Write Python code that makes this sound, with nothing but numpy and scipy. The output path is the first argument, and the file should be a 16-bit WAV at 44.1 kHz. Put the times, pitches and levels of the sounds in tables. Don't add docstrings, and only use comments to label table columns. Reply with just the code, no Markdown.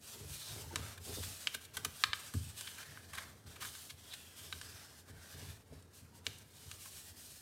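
import sys
import numpy as np
from scipy import signal
from scipy.fft import rfft, irfft
from scipy.io import wavfile
from scipy.ndimage import uniform_filter1d

SR = 44100
rng = np.random.default_rng(int(sys.argv[2]) if len(sys.argv) > 2 else 0)


def materialize(psi):
    bounded = np.clip(np.atleast_2d(psi).T, -1, 1)
    quanta = np.round(bounded * 32767).astype(np.int16)
    wavfile.write(sys.argv[1], SR, quanta)


N = 326776
TIME, FREQS = np.arange(N) / SR, np.fft.rfftfreq(N, 1 / SR)


def amp(db):
    return 10 ** (np.asarray(db) / 20)


def evened(x):
    return x / np.sqrt(np.mean(x ** 2) + 1e-20)


def decay(t, t60):
    return np.exp(-np.log(1000) * t / t60)


def read(points, hz):
    f, value = np.transpose(points)
    return np.interp(np.log(hz + 1), np.log(f + 1), value)


def add(mix, s, sound):
    part = mix[max(round(s * SR), 0):][:len(sound)]
    part += sound[:len(part)]


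def coloured(x, gain):
    return evened(irfft(rfft(x) * gain, N))


def waver(hz):
    return coloured(rng.standard_normal(N), 1 / (1 + (FREQS / hz) ** 4))


def resonate(x, hz, width_hz):
    turn = np.exp(2j * np.pi * np.cumsum(hz * np.ones(len(x))) / SR)
    r = np.exp(-np.pi * width_hz / SR)
    smoothed = signal.lfilter([1 - r], [1, -r], x / turn)
    return 2 * (turn * smoothed).real


def friction(per_s, spread_db, smooth):
    sizes = amp(spread_db * np.minimum(rng.exponential(1, N), 4)) * rng.choice([-1, 1], N)
    slips = evened(sizes * (rng.random(N) < per_s / SR))
    return evened(slips + smooth * rng.standard_normal(N))


# (f/Hz, t60/s)
ROOM_DECAY = [(1000, 0.8), (4000, 0.55), (9000, 0.38), (16000, 0.84)]


def room(x, gap_s=0.0029):
    hz, t, z = signal.stft(rng.standard_normal(SR // 2), SR, nperseg=256)
    tail = signal.istft(z * decay(t, read(ROOM_DECAY, hz)[:, None]), SR, nperseg=256)[1]
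    tail[:round(gap_s * SR)] = 0
    return signal.fftconvolve(x, tail / np.linalg.norm(tail))[:N]


# (f/Hz, relative level/dB, t60/s)
TABLE_MODES = [(54.7, -9.5, 0.39), (73.8, 0.5, 0.28), (87.8, 7.5, 0.29), (108.4, -2.5, 0.79),
               (126.8, -8.5, 0.66), (143.3, 4.5, 0.31), (162, -4, 0.3), (227, 7, 0.11), (273.5, 7.5, 0.14),
               (316, 2, 0.065), (396, 4.5, 0.19), (451, 14.5, 0.073), (650, 16, 0.039)]


def table_thud(contact_s):
    t = np.arange(SR // 2) / SR
    ring = np.zeros(len(t))
    for k, (hz, db, t60) in enumerate(TABLE_MODES):
        ring += (-1) ** k * amp(db) * decay(t, t60) * np.sin(2 * np.pi * hz * t)
    push = np.sin(np.pi * np.minimum(t / contact_s, 1)) ** 2
    return signal.fftconvolve(ring, push)


# (start t/s, length t/s, rumble level/dB)
HAND_LEANS = [(0.184, 0.11, -51.5), (0.475, 0.2, -51), (0.709, 0.16, -50), (0.968, 0.031, -51),
              (1.066, 0.22, -51), (1.748, 0.14, -56.5), (2.029, 0.065, -56), (2.87, 0.48, -60.5),
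              (3.44, 0.24, -59), (4.395, 0.37, -60.5), (5.06, 0.13, -56), (5.324, 0.17, -53.5),
              (5.69, 0.059, -51), (6.12, 0.23, -60.5)]
LEAN_ATTACK_S, LEAN_T60_S, RESTING_WEIGHT_DB = 0.028, 0.34, -66


def weight_db():
    power = amp(RESTING_WEIGHT_DB) ** 2 * np.ones(N)
    t = np.arange(SR) / SR
    for s, length_s, db in HAND_LEANS:
        lean = np.minimum(t / LEAN_ATTACK_S, 1) * decay(np.maximum(t - length_s, 0), LEAN_T60_S)
        add(power, s, (amp(db) * lean) ** 2)
    return 10 * np.log10(power)


# (f/Hz, relative level/dB)
SKIN_COLOUR = [(110, -19), (160, 0), (230, 0.5), (340, -5), (430, -2), (560, -8.5), (1400, -20.5)]


def pressing(contact_s=0.0087, drag_db=-41, drag_share=0.41):
    rumble_db = weight_db()
    rumble = coloured(rng.standard_normal(N), abs(rfft(table_thud(contact_s), N)))
    rumble /= np.sqrt(uniform_filter1d(rumble ** 2, size=2400) + 0.035)
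    rumble = evened(rumble * amp(1.5 * waver(12.0)))
    drag = coloured(rng.standard_normal(N), amp(read(SKIN_COLOUR, FREQS)) * (FREQS < 1400))
    return amp(rumble_db) * rumble + amp(drag_db + drag_share * rumble_db) * drag


# (t/s, peak level/dB,
# contact t/s)
HAND_KNOCKS = [(0.244, -51.5, 0.0042), (0.286, -41, 0.0079), (0.653, -48, 0.0036), (.76, -46, 0.0013),
               (0.786, -43.5, 0.0025), (1.176, -42, 0.0022), (1.473, -56, .002), (1.547, -48.5, 0.00071),
               (1.774, -50, 0.0015), (1.853, -43.5, 0.0022), (2.341, -28.5, 0.0039), (2.35, -33, 0.0054),
               (2.3996, -38.5, 0.0055), (2.457, -44, 0.005), (3.448, -45, 0.0062), (3.912, -48.5, 0.0092),
               (4.531, -49.5, 0.0037), (5.089, -51.5, 0.0044), (5.344, -50, 0.0022), (5.421, -48, 0.002),
               (5.473, -44.5, 0.0058), (5.722, -47, 0.0015), (6.02, -50.5, 0.0049), (6.268, -46, 0.0017),
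               (6.65, -44, 0.0088), (6.663, -58, .0016), (6.706, -58, 0.0074), (7.085, -50.5, 0.012)]


def knocks():
    out = np.zeros(N)
    for s, db, contact_s in HAND_KNOCKS:
        thud = table_thud(contact_s)
        add(out, s, amp(db) * thud / abs(thud).max())
    return out


# (middle t/s, length t/s, level/dB, f/Hz)
FINGER_CHATTERS = [(0.201, 0.17, -62, 417), (0.582, 0.073, -58.5, 400), (0.65, 0.038, -64, 867),
                   (0.717, 0.026, -56, 880), (0.744, 0.078, -56, 323), (1.101, .085, -53.5, 413),
                   (1.189, 0.053, -52.5, 430), (6.175, 0.18, -76, 950)]


def chatters(groan_width_hz=100, squeak_width_hz=55, squeak_from_hz=700, scrape_share=0.81, scrape_tilt=0.24):
    out = np.zeros(N)
    scrape_colour = amp(read(SKIN_COLOUR, FREQS)) * FREQS ** scrape_tilt * (FREQS < 1100)
    scrape = coloured(friction(per_s=280, spread_db=4.0, smooth=0.78), scrape_colour)
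    for s, length_s, db, hz in FINGER_CHATTERS:
        slips = rng.standard_normal(round(length_s * SR))
        low = hz < squeak_from_hz
        width = groan_width_hz if low else squeak_width_hz
        voice = evened(resonate(resonate(slips, hz, width), hz, width))
        if low:
            voice += scrape_share * evened(scrape[round(s * SR):][:len(slips)])
        faded = voice * signal.windows.tukey(len(slips), .5)
        add(out, s - length_s / 2, amp(db) * evened(faded))
    return out


def patchy(x, depth_db, fade_hz=8000):
    hz, _, z = signal.stft(x, SR, nperseg=1024)
    field = uniform_filter1d(rng.standard_normal(z.shape), size=4, axis=0)
    field = uniform_filter1d(field, size=9, axis=1)
    gain_db = depth_db * evened(field) / np.hypot(1, hz / fade_hz)[:, None]
    return signal.istft(z * amp(gain_db), nperseg=1024)[1][:N]


# (start t/s, length t/s, speeding up t/s, rasp level/dB, brightness level/dB)
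SLIDE_STROKES = [(0.0, 0.31, 0.12, -53.5, 0.5), (0.245, 0.35, 0.077, -54, 1.5),
                 (0.388, 0.35, 0.13, -52.5, 0.05), (0.684, 0.31, 0.13, -54, -1.5),
                 (0.989, 0.48, 0.22, -49, 1.1), (1.37, 0.26, 0.091, -55, 0), (1.604, 0.082, .02, -58, 0.5),
                 (1.733, 0.081, 0.026, -50.5, 0), (1.737, 0.26, 0.016, -58.5, -0.5),
                 (1.885, 0.26, 0.16, -55, 0.5), (2.131, 0.28, 0.029, -54.5, -0.1),
                 (2.339, 0.57, .016, -59, 1), (2.561, 0.26, 0.031, -54, 1),
                 (2.731, 0.13, 0.12, -54.5, -0.7), (2.849, 0.58, 0.013, -62, -0.5),
                 (3.121, 0.23, 0.046, -57, -2), (3.457, 0.19, 0.018, -61, -1),
                 (3.602, 0.36, 0.014, -52.5, 1), (3.902, 0.63, 0.26, -61, 0.3), (4.34, 0.46, 0.086, -58, 1),
                 (4.507, 0.51, 0.3, -61, -1.2), (4.941, 0.1, 0.068, -59.5, 1),
                 (5.049, 0.093, 0.04, -59, -0.8), (5.082, 0.53, 0.42, -59, -0.5),
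                 (5.724, 0.11, 0.013, -67, -1), (5.928, 0.14, 0.027, -63, 2),
                 (6.14, 0.07, 0.044, -59.5, 1.5), (6.238, 0.23, 0.049, -60, 0), (6.42, 0.46, 0.31, -61, 1),
                 (6.744, 0.44, 0.1, -57, 2), (6.925, 0.14, 0.058, -55, 1.3), (7.153, 0.55, 0.044, -58, 1.7)]
# level/dB of body, rasp, fine hiss
REST_LEVELS = [-72.5, -73.5, -74]
SAG_DB, STOP_S = 8, 0.1
BODY_DB, BODY_PER_BRIGHT = -5, 3.4


def stroke_levels():
    power = amp(REST_LEVELS)[:, None] ** 2 * np.ones(N)
    for s, length_s, rise_s, db, bright_db in SLIDE_STROKES:
        t = np.arange(0, length_s, 1 / SR)
        rise = np.sin(np.pi / 2 * np.minimum(t / rise_s, 1))
        stop = np.sin(np.pi / 2 * np.minimum((length_s - t) / STOP_S, 1))
        sag = amp(-SAG_DB * np.interp(t, [min(rise_s, length_s), length_s], [0, 1]))
        speed = rise * stop * sag
        tilts_db = (BODY_DB - BODY_PER_BRIGHT * bright_db, 0, bright_db)
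        for band, tilt_db in zip(power, tilts_db):
            add(band, s, (amp(db + tilt_db) * speed) ** 2)
    return 10 * np.log10(power)


# (middle t/s, length t/s, centre f/Hz, boost level/dB)
HOLLOWS = [(0.436, 0.32, 3900, 8), (2.42, 1, 8500, 4), (2.625, 0.45, 3080, 9), (2.85, 1, 1750, 9.5),
           (4.13, 0.066, 3650, 19), (4.237, 1, 3200, 6.5), (4.744, 1, 5160, 5.5), (5.196, 0.79, 1620, 8.5)]
HOLLOW_WANDER, WANDER_HZ = 0.028, 7.1
# (f/Hz, relative level/dB)
PAPER_COLOUR = [(320, -42), (550, -8), (899, -10), (1020, -10.5), (1330, -8), (1620, -6.5), (2090, -9.5),
                (2580, -7), (3140, -5), (5510, -5), (7000, -4), (8500, -0.5), (10400, -4), (14500, -6.5),
                (15800, -13.5)]
# (low f/Hz, high f/Hz)
HISS_BANDS = [(500, 2300), (2300, 6500), (6500, 20000)]


def sliding(judder_db=1.56, judder_hz=20.7, patchy_db=2.2, trim_db=-0.5):
    slips = patchy(friction(per_s=3000, spread_db=3.5, smooth=2.16), depth_db=patchy_db)
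    slips = slips * amp(judder_db * waver(judder_hz))
    hiss, shift = slips.copy(), 1 + HOLLOW_WANDER * waver(WANDER_HZ)
    for s, length_s, hz, db in HOLLOWS:
        swell = np.cos(np.pi * np.clip((TIME - s) / length_s, -.5, .5)) ** 2
        hiss += (amp(db) - 1) * swell * resonate(slips, hz * shift, width_hz=0.12 * hz)
    colour, out = amp(read(PAPER_COLOUR, FREQS)), np.zeros(N)
    for (lo, hi), level_db in zip(HISS_BANDS, stroke_levels()):
        band = 1 / (1 + (lo / (FREQS + 1)) ** 10) / (1 + (FREQS / hi) ** 10)
        out += amp(level_db + trim_db) * coloured(hiss, band * colour)
    return out


# (f/Hz, width f/Hz, relative level/dB)
SHEET_MODES = [(1180, 230, -1.5), (1680, 210, 0), (2410, 240, -2.5), (3030, 570, 0.5), (3440, 480, 1),
               (3890, 240, -1.5), (5130, 250, -26), (7800, 5900, -9.5)]
# (delay t/s, gain)
NEAR_ECHOES = [(.00132, 0.2), (.00185, 0.08), (.0039, .3)]
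# (low f/Hz, high f/Hz)
CRACK_BANDS = [(950, 2000), (2000, 5000), (5800, 16000)]


def sheet(push, levels_db, detune, top_hz):
    shifts = 1 + detune * (2 * rng.random(len(SHEET_MODES)) - 1)
    ring = sum(amp(db) * resonate(push, hz * k, width) for (hz, width, db), k in zip(SHEET_MODES, shifts))
    ring = signal.sosfilt(signal.butter(2, top_hz, fs=SR, output="sos"), ring)
    heard, out = ring.copy(), 0
    for delay_s, gain in NEAR_ECHOES:
        add(heard, delay_s * (1 + detune * rng.uniform(-1, 1)), gain * ring)
    for k, (band, db) in enumerate(zip(CRACK_BANDS, levels_db)):
        part = signal.sosfilt(signal.butter(2, band, "bandpass", fs=SR, output="sos"), heard)
        part = part * np.sqrt(SR / 100 / np.sum(part ** 2))
        out = out + (-1) ** k * amp(db) * part
    return out


# (t/s, body
# level/dB, crack level/dB, edge level/dB, build-up t/s)
CREASE_CRUNCHES = [(0.979, -56, -68, -57, 0.0054), (1.234, -52.5, -54, -55, 0.012),
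                   (1.5487, -45, -44.5, -43, 0.0095), (1.655, -72, -60, -53, 0.027),
                   (1.7694, -41, -55, -41, 0.0014), (1.849, -40, -46.5, -36.5, 0.0021),
                   (2.338, -51.5, -80, -49.5, 0.0011), (2.675, -53, -47, -62, 0.0058),
                   (2.784, -52.5, -67, -54, 0.0059), (2.834, -56, -57, -67, 0.03),
                   (3.137, -48.5, -76, -52.5, 0.0071), (3.155, -55, -58, -51.5, 0.014),
                   (3.184, -41, -55, -49.5, 0.012), (3.565, -54.5, -65, -59, 0.011),
                   (3.627, -47, -56, -49, 0.024), (3.655, -45.5, -62, -48, 0.039),
                   (3.752, -58.5, -56, -60, 0.0034), (3.9044, -61, -50, -53.5, 0.0079),
                   (4.14, -57, -48.5, -51.5, 0.0096), (6.388, -85, -89, -57, 0.022),
                   (6.858, -55.5, -80, -53, 0.0078)]


def crunches(release_t60=0.031):
    out, t = np.zeros(N), np.arange(-SR // 20, SR // 20) / SR
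    breaks = friction(per_s=5000, spread_db=3.0, smooth=0.32)
    for s, *levels_db, build_s in CREASE_CRUNCHES:
        swell = np.exp(2 * np.minimum(t, 0) / build_s) * decay(np.maximum(t, 0), release_t60)
        push = swell * breaks[round(s * SR):][:len(t)]
        add(out, s + t[0], sheet(push, levels_db, detune=0.049, top_hz=15500))
    return out


# (t/s, body level/dB, crack level/dB, edge level/dB, panel ring f/Hz)
SHEET_SNAPS = [(0.7586, -40.5, -42, -38, 1300), (1.472, -42, -32, -46, 2620),
               (2.038, -28.5, -28, -39.5, 1700), (2.1323, -37, -34.5, -57, 1720),
               (2.61, -53, -62, -45, 8350), (2.974, -50, -87, -70, 1500), (4.5263, -45.5, -42.5, -56, 1670),
               (4.614, -50, -58, -51, 1690), (5.825, -80, -92, -64.5, 9000),
               (6.2668, -46, -37.5, -43, 5500), (6.7144, -54, -55, -50, 2760)]


def snaps(jolt=1.1, flutter_t60=0.023, panel_db=6, panel_width=0.19, trim_db=-1):
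    out, t = np.zeros(N), np.arange(SR // 20) / SR
    for s, *levels_db, hz in SHEET_SNAPS:
        flutter = rng.standard_normal(len(t)) * decay(t, flutter_t60)
        push = flutter / np.linalg.norm(flutter)
        push[0] += jolt
        push = push + (amp(panel_db) - 1) * resonate(push, hz, panel_width * hz)
        add(out, s, sheet(push, levels_db, detune=0.02, top_hz=9100))
    return amp(trim_db) * out


def scene(room_db=-13):
    paper = snaps() + crunches() + sliding()
    mix = paper + amp(room_db) * room(paper) + pressing() + chatters() + knocks()
    return np.array([mix, mix])


def record(dry, bass_hz=50, edge_hz=15950):
    thinned = signal.sosfilt(signal.butter(3, bass_hz, "highpass", fs=SR, output="sos"), dry)
    band_limit = signal.firwin(511, edge_hz, window=("kaiser", 9), fs=SR)
    return signal.oaconvolve(thinned, band_limit[None], "same")


dry = scene()
out = record(dry)
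materialize(out)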